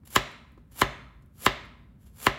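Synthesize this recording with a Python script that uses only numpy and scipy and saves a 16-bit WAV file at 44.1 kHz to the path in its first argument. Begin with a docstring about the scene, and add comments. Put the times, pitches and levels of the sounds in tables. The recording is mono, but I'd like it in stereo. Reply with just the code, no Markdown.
"""Slicing a crisp root

A kitchen knife cuts four slices off a crisp root on a plastic board, close to the microphone.
Random fibre breaks crackle louder as the blade sinks; each slice cracks, snaps and the blade knocks.
The knock is a dispersive bending wave (treble first) ringing the board; damped modes thump the counter.
Nicks, soft bumps and a low rumble are shaped noise; reflections and a decaying tail form the kitchen."""
import sys
import numpy as np
from scipy import signal
from scipy.fft import rfft, irfft
from scipy.io import wavfile

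SR = 44100
rng = np.random.default_rng(int(sys.argv[2]) if len(sys.argv) > 2 else 0)


def inscribe(sig):
    """Save sig as 16-bit PCM at rate SR to the path in sys.argv[1].

    A 1-D sig is mono; a 2-D sig holds one channel per row.
    Samples are clipped to [-1, 1] before scaling.
    """
    pcm = np.round(np.clip(np.atleast_2d(sig).T, -1, 1) * 32767)
    wavfile.write(sys.argv[1], SR, pcm.astype(np.int16))


N = 105046
SIZE = 2 ** 18  # transform length, samples
HZ = np.maximum(np.fft.rfftfreq(SIZE, 1 / SR), 1)
TILT_FROM_HZ = 1700  # spectral tilts act above this
T60_NEPERS = np.log(1000)  # a 60 dB decay

# the four cuts, each ending in a knock; levels are relative to those of their sources:
# knock_s, knock_db, treble_tilt_db_per_octave, thump_db, cut_db, cut_length_s, snap_db
CUTS = [(0.1624, 0.5, -1.1, 5, -1.5, 0.095, 7), (.8183, 1.5, -6.55, 5.5, 0, 0.11, 3.5),
        (1.4646, 1.5, -0.96, 2, -1.5, 0.13, 1), (2.2682, 1.5, -4, 4.5, -1.5, .15, -1.5)]
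# spectrum of tearing fibres: frequency_hz, level_db
FIBRE_COLOUR = [(100, -12.5), (500, -1), (1200, -2.5), (3200, -5.5), (5500, -4), (7600, -1), (9000, -5),
                (11300, 3), (13000, -2), (14300, -13.5), (15600, -7)]


def amp(db):
    """Level to amplitude: 20 dB is a factor of ten."""
    return 10 ** (np.asarray(db) / 20)


def unit(x):
    """Normalisation of the mean power to one."""
    return x / np.sqrt(np.mean(x ** 2) + 1e-20)


def read(points, hz=HZ):
    """Linear interpolation of a table along a logarithmic frequency axis."""
    f, value = np.transpose(points)
    return np.interp(np.log(hz + 1), np.log(f), value)


def causal(db):
    """Minimum phase: folding the cepstrum forward makes a causal response of the given gain."""
    cepstrum = irfft(np.log(amp(db)))
    cepstrum[1:SIZE // 2] *= 2
    cepstrum[SIZE // 2 + 1:] = 0
    return np.exp(rfft(cepstrum))


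def through(x, response):
    """Linear filtering: spectra multiply."""
    return irfft(rfft(x, SIZE) * response)[..., :N]


def colour(x, points):
    """Spectral shaping by a filter that preserves the power of white noise."""
    response = causal(read(points))
    return through(x, response / np.sqrt(np.mean(abs(response) ** 2)))


def since(start):
    """Time axis: seconds since start, for every sample."""
    return np.arange(N) / SR - start


def ring(modes, start):
    """Modal superposition: exponentially damped sinusoids struck at start."""
    t = np.maximum(since(start), 0)
    return sum(amp(db) * np.exp(-T60_NEPERS * t / t60) * np.sin(2 * np.pi * hz * t)
               for hz, db, t60 in modes)


def rumble(level_db=-53, width=0.21):
    """Stationary coloured noise: a shared part plus a weaker independent part makes the ports coherent."""
    # spectrum of the background: frequency_hz, level_db
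    rumble_colour = [(20, -11), (38, -10.5), (56, 7.5), (80, -0.5), (130, -3.5), (240, -7.5), (330, -20),
                     (600, -31.5), (1300, -34.5), (3000, -48), (6000, -53.5), (15000, -51)]
    noise = rng.standard_normal((3, N))
    ports = noise[0] + width * noise[1:]
    return amp(level_db) * unit(colour(ports, rumble_colour))


def bumps(rise_s=.004, decay_s=0.004):
    """Cushioned impact: root and fingers touch the board as dull noise bursts with a gradual onset."""
    # soft touches: start_s, level_db
    touches = [(.032, -46.5), (0.575, -38.5)]
    # spectrum of a touch: frequency_hz, level_db
    bump_colour = [(40, -4), (150, 3), (330, 6.5), (600, -6), (1300, -7.5), (2200, -20), (5000, -27.5),
                   (15000, -41.5)]
    level = 0
    for start, db in touches:
        t = np.maximum(since(start), 0)
        level = level + amp(db) * np.minimum(t / rise_s, 1) * np.exp(-t / decay_s)
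    return colour(level * rng.standard_normal(N), bump_colour)


def crackle(breaks_per_s=3500, spread_db=4.5, width=0.71):
    """Random impulse train: fibres break at chance moments with uneven size, partly different at each port."""
    size = amp(spread_db * np.minimum(rng.exponential(1, (3, N)), 4))
    sign = rng.choice([-1, 1], (3, N))
    happens = rng.random((3, N)) < breaks_per_s / SR
    breaks = unit(size * sign * happens)
    return unit(breaks[0] + width * breaks[1:])  # shared train + one train per port


def nicks(rise_share=.6, pivot_hz=6000):
    """Brief fracture bursts: impulses under a short envelope as the blade is set or the slice shifts."""
    # nicks and scrapes: start_s, level_db, decay_s, tilt_db_per_octave
    scrapes = [(.05, -49.5, .012, 1), (.069, -43, .009, -1), (.102, -42.5, .009, 1.5),
               (.312, -54, .006, -3), (0.518, -65, 0.0042, 7), (.71, -51, 0.019, -0.5),
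               (1.221, -59.5, 0.006, -3.5), (1.259, -68.5, .004, 9), (1.644, -57, .012, -6),
               (1.985, -62, 0.084, -0.5), (2.055, -57.5, 0.017, -1.5)]
    breaks, out = crackle(), 0
    for start, db, decay_s, tilt_db in scrapes:
        t = np.maximum(since(start), 0)
        rise = np.minimum(t / (rise_share * decay_s), 1)
        burst = breaks * amp(db) * rise * np.exp(-t / decay_s)
        octaves = np.log2(np.maximum(HZ, TILT_FROM_HZ) / pivot_hz)
        out = out + through(burst, amp(tilt_db * octaves))
    return colour(out, FIBRE_COLOUR)


def cutting():
    """Progressive fracture: the crackle swells unevenly, then the slice cracks and snaps off at the board."""
    # spectrum of the last fibres snapping: frequency_hz, level_db
    snap_colour = [(100, -12.5), (500, -9), (1200, 4), (2000, -3), (3200, 3), (5000, -6), (7600, -4.5),
                   (9500, -11.5), (16000, -13)]
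    cut_level_db, rise_db, curve = -32, 43, 1.52  # rises by rise_db over the cut, fastest at first
    snap_level_db, snap_rise_s, stop_s = -17, 0.0026, 0.0015
    crack_db, crack_lead_s, crack_width_s = -30.5, .0085, 0.00061  # splits shortly before coming free
    grain_db, grain_s = 0.5, .008  # tough and soft layers make the cut uneven
    swell, snap = np.zeros((2, N))
    for start, _, _, _, cut_db, length_s, snap_db in CUTS:
        before, after = np.maximum(-since(start), 0), np.maximum(since(start), 0)
        stop = np.exp(-after / stop_s)
        swell += amp(cut_level_db + cut_db - rise_db * (before / length_s) ** curve) * stop
        snap += amp(snap_level_db + snap_db) * np.exp(-before / snap_rise_s) * stop
        snap += amp(crack_db) * np.exp(-(since(start - crack_lead_s) / crack_width_s) ** 2)
    layers = np.interp(since(0) / grain_s, np.arange(N), rng.standard_normal(N))
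    tearing = colour(crackle() * swell * amp(grain_db * layers), FIBRE_COLOUR)
    return tearing + colour(crackle() * snap, snap_colour)


def knocks():
    """Dispersion and resonance: a bending wave, low notes late, rings the board; then the counter thumps."""
    # spectrum of the blow: frequency_hz, level_db
    knock_colour = [(25, -42), (90, -12), (160, -11), (240, -3.5), (310, -7), (400, -3.5), (500, -12),
                    (580, -5.5), (860, -6.5), (1030, 1), (1290, -3.5), (1480, -7.5), (1700, -3), (2080, -4),
                    (2450, -14), (2980, -8.5), (3450, -16.5), (4200, -13), (5100, -17), (6100, -24.5),
                    (7500, -27), (9300, -43), (16000, -40)]
    # resonances of the board: frequency_hz, level_db (relative to the blow), t60_s
    board_modes = [(243, -1, .13), (385, -7, .13), (562, -2, .28), (609, -1, .26), (678, 1, .28),
                   (824, -6, .22), (1027, -17, .05), (1162, -8, .06), (1293, -6, .07)]
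    # resonances of the counter: frequency_hz, level_db (before the thump level is added), t60_s
    counter_modes = [(54, -37, 0.25), (109, -38.5, 0.091), (134.35, -44, 0.41), (210, -47.5, 0.12)]
    knock_level_db, counter_delay_s = 25, 0.0099
    thud_s, thud_db = 0.88, -9  # a faint low thud after the second cut
    bend_delay_s = 0.002675  # travel time at 1 kHz; it goes as one over the root of frequency
    lead_s = bend_delay_s / 2
    travel = np.exp(-4j * np.pi * bend_delay_s * np.sqrt(1000 * HZ))
    octaves = np.log2(np.maximum(HZ / TILT_FROM_HZ, 1))
    resonance = 1 + sum(amp(db) / (1 + 2j * np.pi * (HZ - hz) * t60 / T60_NEPERS)
                        for hz, db, t60 in board_modes)
    blows, thumps = 0, amp(thud_db) * ring(counter_modes, thud_s)
    for start, db, tilt_db, thump_db, *_ in CUTS:
        onset = np.exp(-2j * np.pi * HZ * (start - lead_s))  # a delay is a linear phase
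        blows = blows + amp(db + tilt_db * octaves) * onset
        thumps = thumps + amp(thump_db) * ring(counter_modes, start + counter_delay_s)
    blow_response = causal(knock_level_db + read(knock_colour))
    return irfft(blows * travel * resonance * blow_response)[:N] + thumps


def kitchen(x):
    """Room acoustics: sparse reflections from counter and bowl, then a diffuse tail of decaying noise."""
    # reverberation time: frequency_hz, t60_s
    room_t60 = [(100, 4.04), (400, .45), (1000, 0.69), (2200, 0.64), (4500, 0.56), (7000, .48),
                (10000, 0.66), (15000, .24)]
    # level of the tail: frequency_hz, level_db
    tail_colour = [(60, -15), (300, -17), (520, -7), (1100, -13), (1480, -8.5), (1900, -10), (2450, -2),
                   (3000, -9.5), (3500, -2.5), (4600, -10.5), (6200, -10), (7600, -15.5), (10000, -22),
                   (15000, -21)]
    # level of the early reflections: frequency_hz, level_db
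    early_colour = [(100, -10), (500, -5.5), (1200, -11), (3000, -1), (8000, -11), (15000, -12)]
    # likeness of the room at the two ports: frequency_hz, coherence (0 to 1)
    room_alike = [(100, 0.84), (250, 1), (500, 0), (1000, 0), (2000, 0)]
    early_decay_s, early_gap_s, tail_gap_s = .016, 0.0029, 0.017
    taps_per_s = 2000
    t = np.arange(SR) / SR
    hz, frame_s, z = signal.stft(rng.standard_normal((2, SR)), SR, nperseg=256)
    t60 = read(room_t60, hz)[:, None]
    decay = np.exp(-T60_NEPERS * frame_s / t60)
    z = z * decay * np.sqrt(2 * T60_NEPERS / (t60 * SR))  # evens the energy of long and short decays
    tail = signal.istft(z, SR, nperseg=256)[1][:, :SR] * (t > tail_gap_s)
    taps = rng.choice([-1, 1], (2, SR)) * (rng.random((2, SR)) < taps_per_s / SR)
    early = taps * (t > early_gap_s) * np.exp(-t / early_decay_s)
    early /= np.linalg.norm(early, axis=1, keepdims=True)
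    tail_response = rfft(tail, SIZE) * causal(read(tail_colour))
    early_response = rfft(early, SIZE) * causal(read(early_colour))
    mid, side = tail_response + early_response
    alike = np.clip(read(room_alike), -1, 1)
    mid, side = mid * np.sqrt((1 + alike) / 2), side * np.sqrt((1 - alike) / 2)
    return through(x, np.array([mid + side, mid - side]))


def scene(crackle_room_db=-2):
    """Superposition: two ports hear board and root with phase and level differences, plus room and rumble."""
    # lead of the left port over the right: frequency_hz, phase_rad
    port_phase = [(100, 0.3), (450, -0.3), (620, 2.3), (1000, 0), (1550, 1.4), (1980, -3), (2580, 2.6),
                  (3000, 0), (4000, -1.95), (5000, -2), (6500, -2.5), (8000, -9.5), (9000, -11), (11500, 2),
                  (12300, 1.47), (14000, 0), (15600, 0.5)]
    # level of the left port over the right: frequency_hz, level_db
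    port_balance = [(60, 3.5), (130, -2), (260, -4.5), (500, -5.5), (640, -0.5), (900, 0), (1450, 2),
                    (2100, -7.5), (2700, 2.5), (4500, -4), (7000, 2.5), (10000, -1.5), (15000, 1)]
    board, root = knocks() + bumps(), cutting() + nicks()
    half = amp(read(port_balance) / 2) * np.exp(.5j * read(port_phase))  # half the difference to each port
    direct = through(board + root, np.array([half, 1 / half]))
    # board and root each get their own random room response
    return direct + kitchen(board) + amp(crackle_room_db) * kitchen(root) + rumble()


def record(dry, low_cut_hz=40, edge_hz=15900):
    """Band limiting and saturation: deep bass is cut, peaks near full scale round off, then treble is cut."""
    high_pass = signal.butter(N=3, Wn=low_cut_hz, btype="high", fs=SR, output="sos")
    dry = signal.sosfilt(high_pass, dry)
    rounded = dry / (1 + dry ** 6) ** (1 / 6)
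    low_pass = signal.firwin(511, edge_hz, window=("kaiser", 9), fs=SR)
    return signal.oaconvolve(rounded, low_pass[None], "same")


dry = scene()
out = record(dry)
inscribe(out)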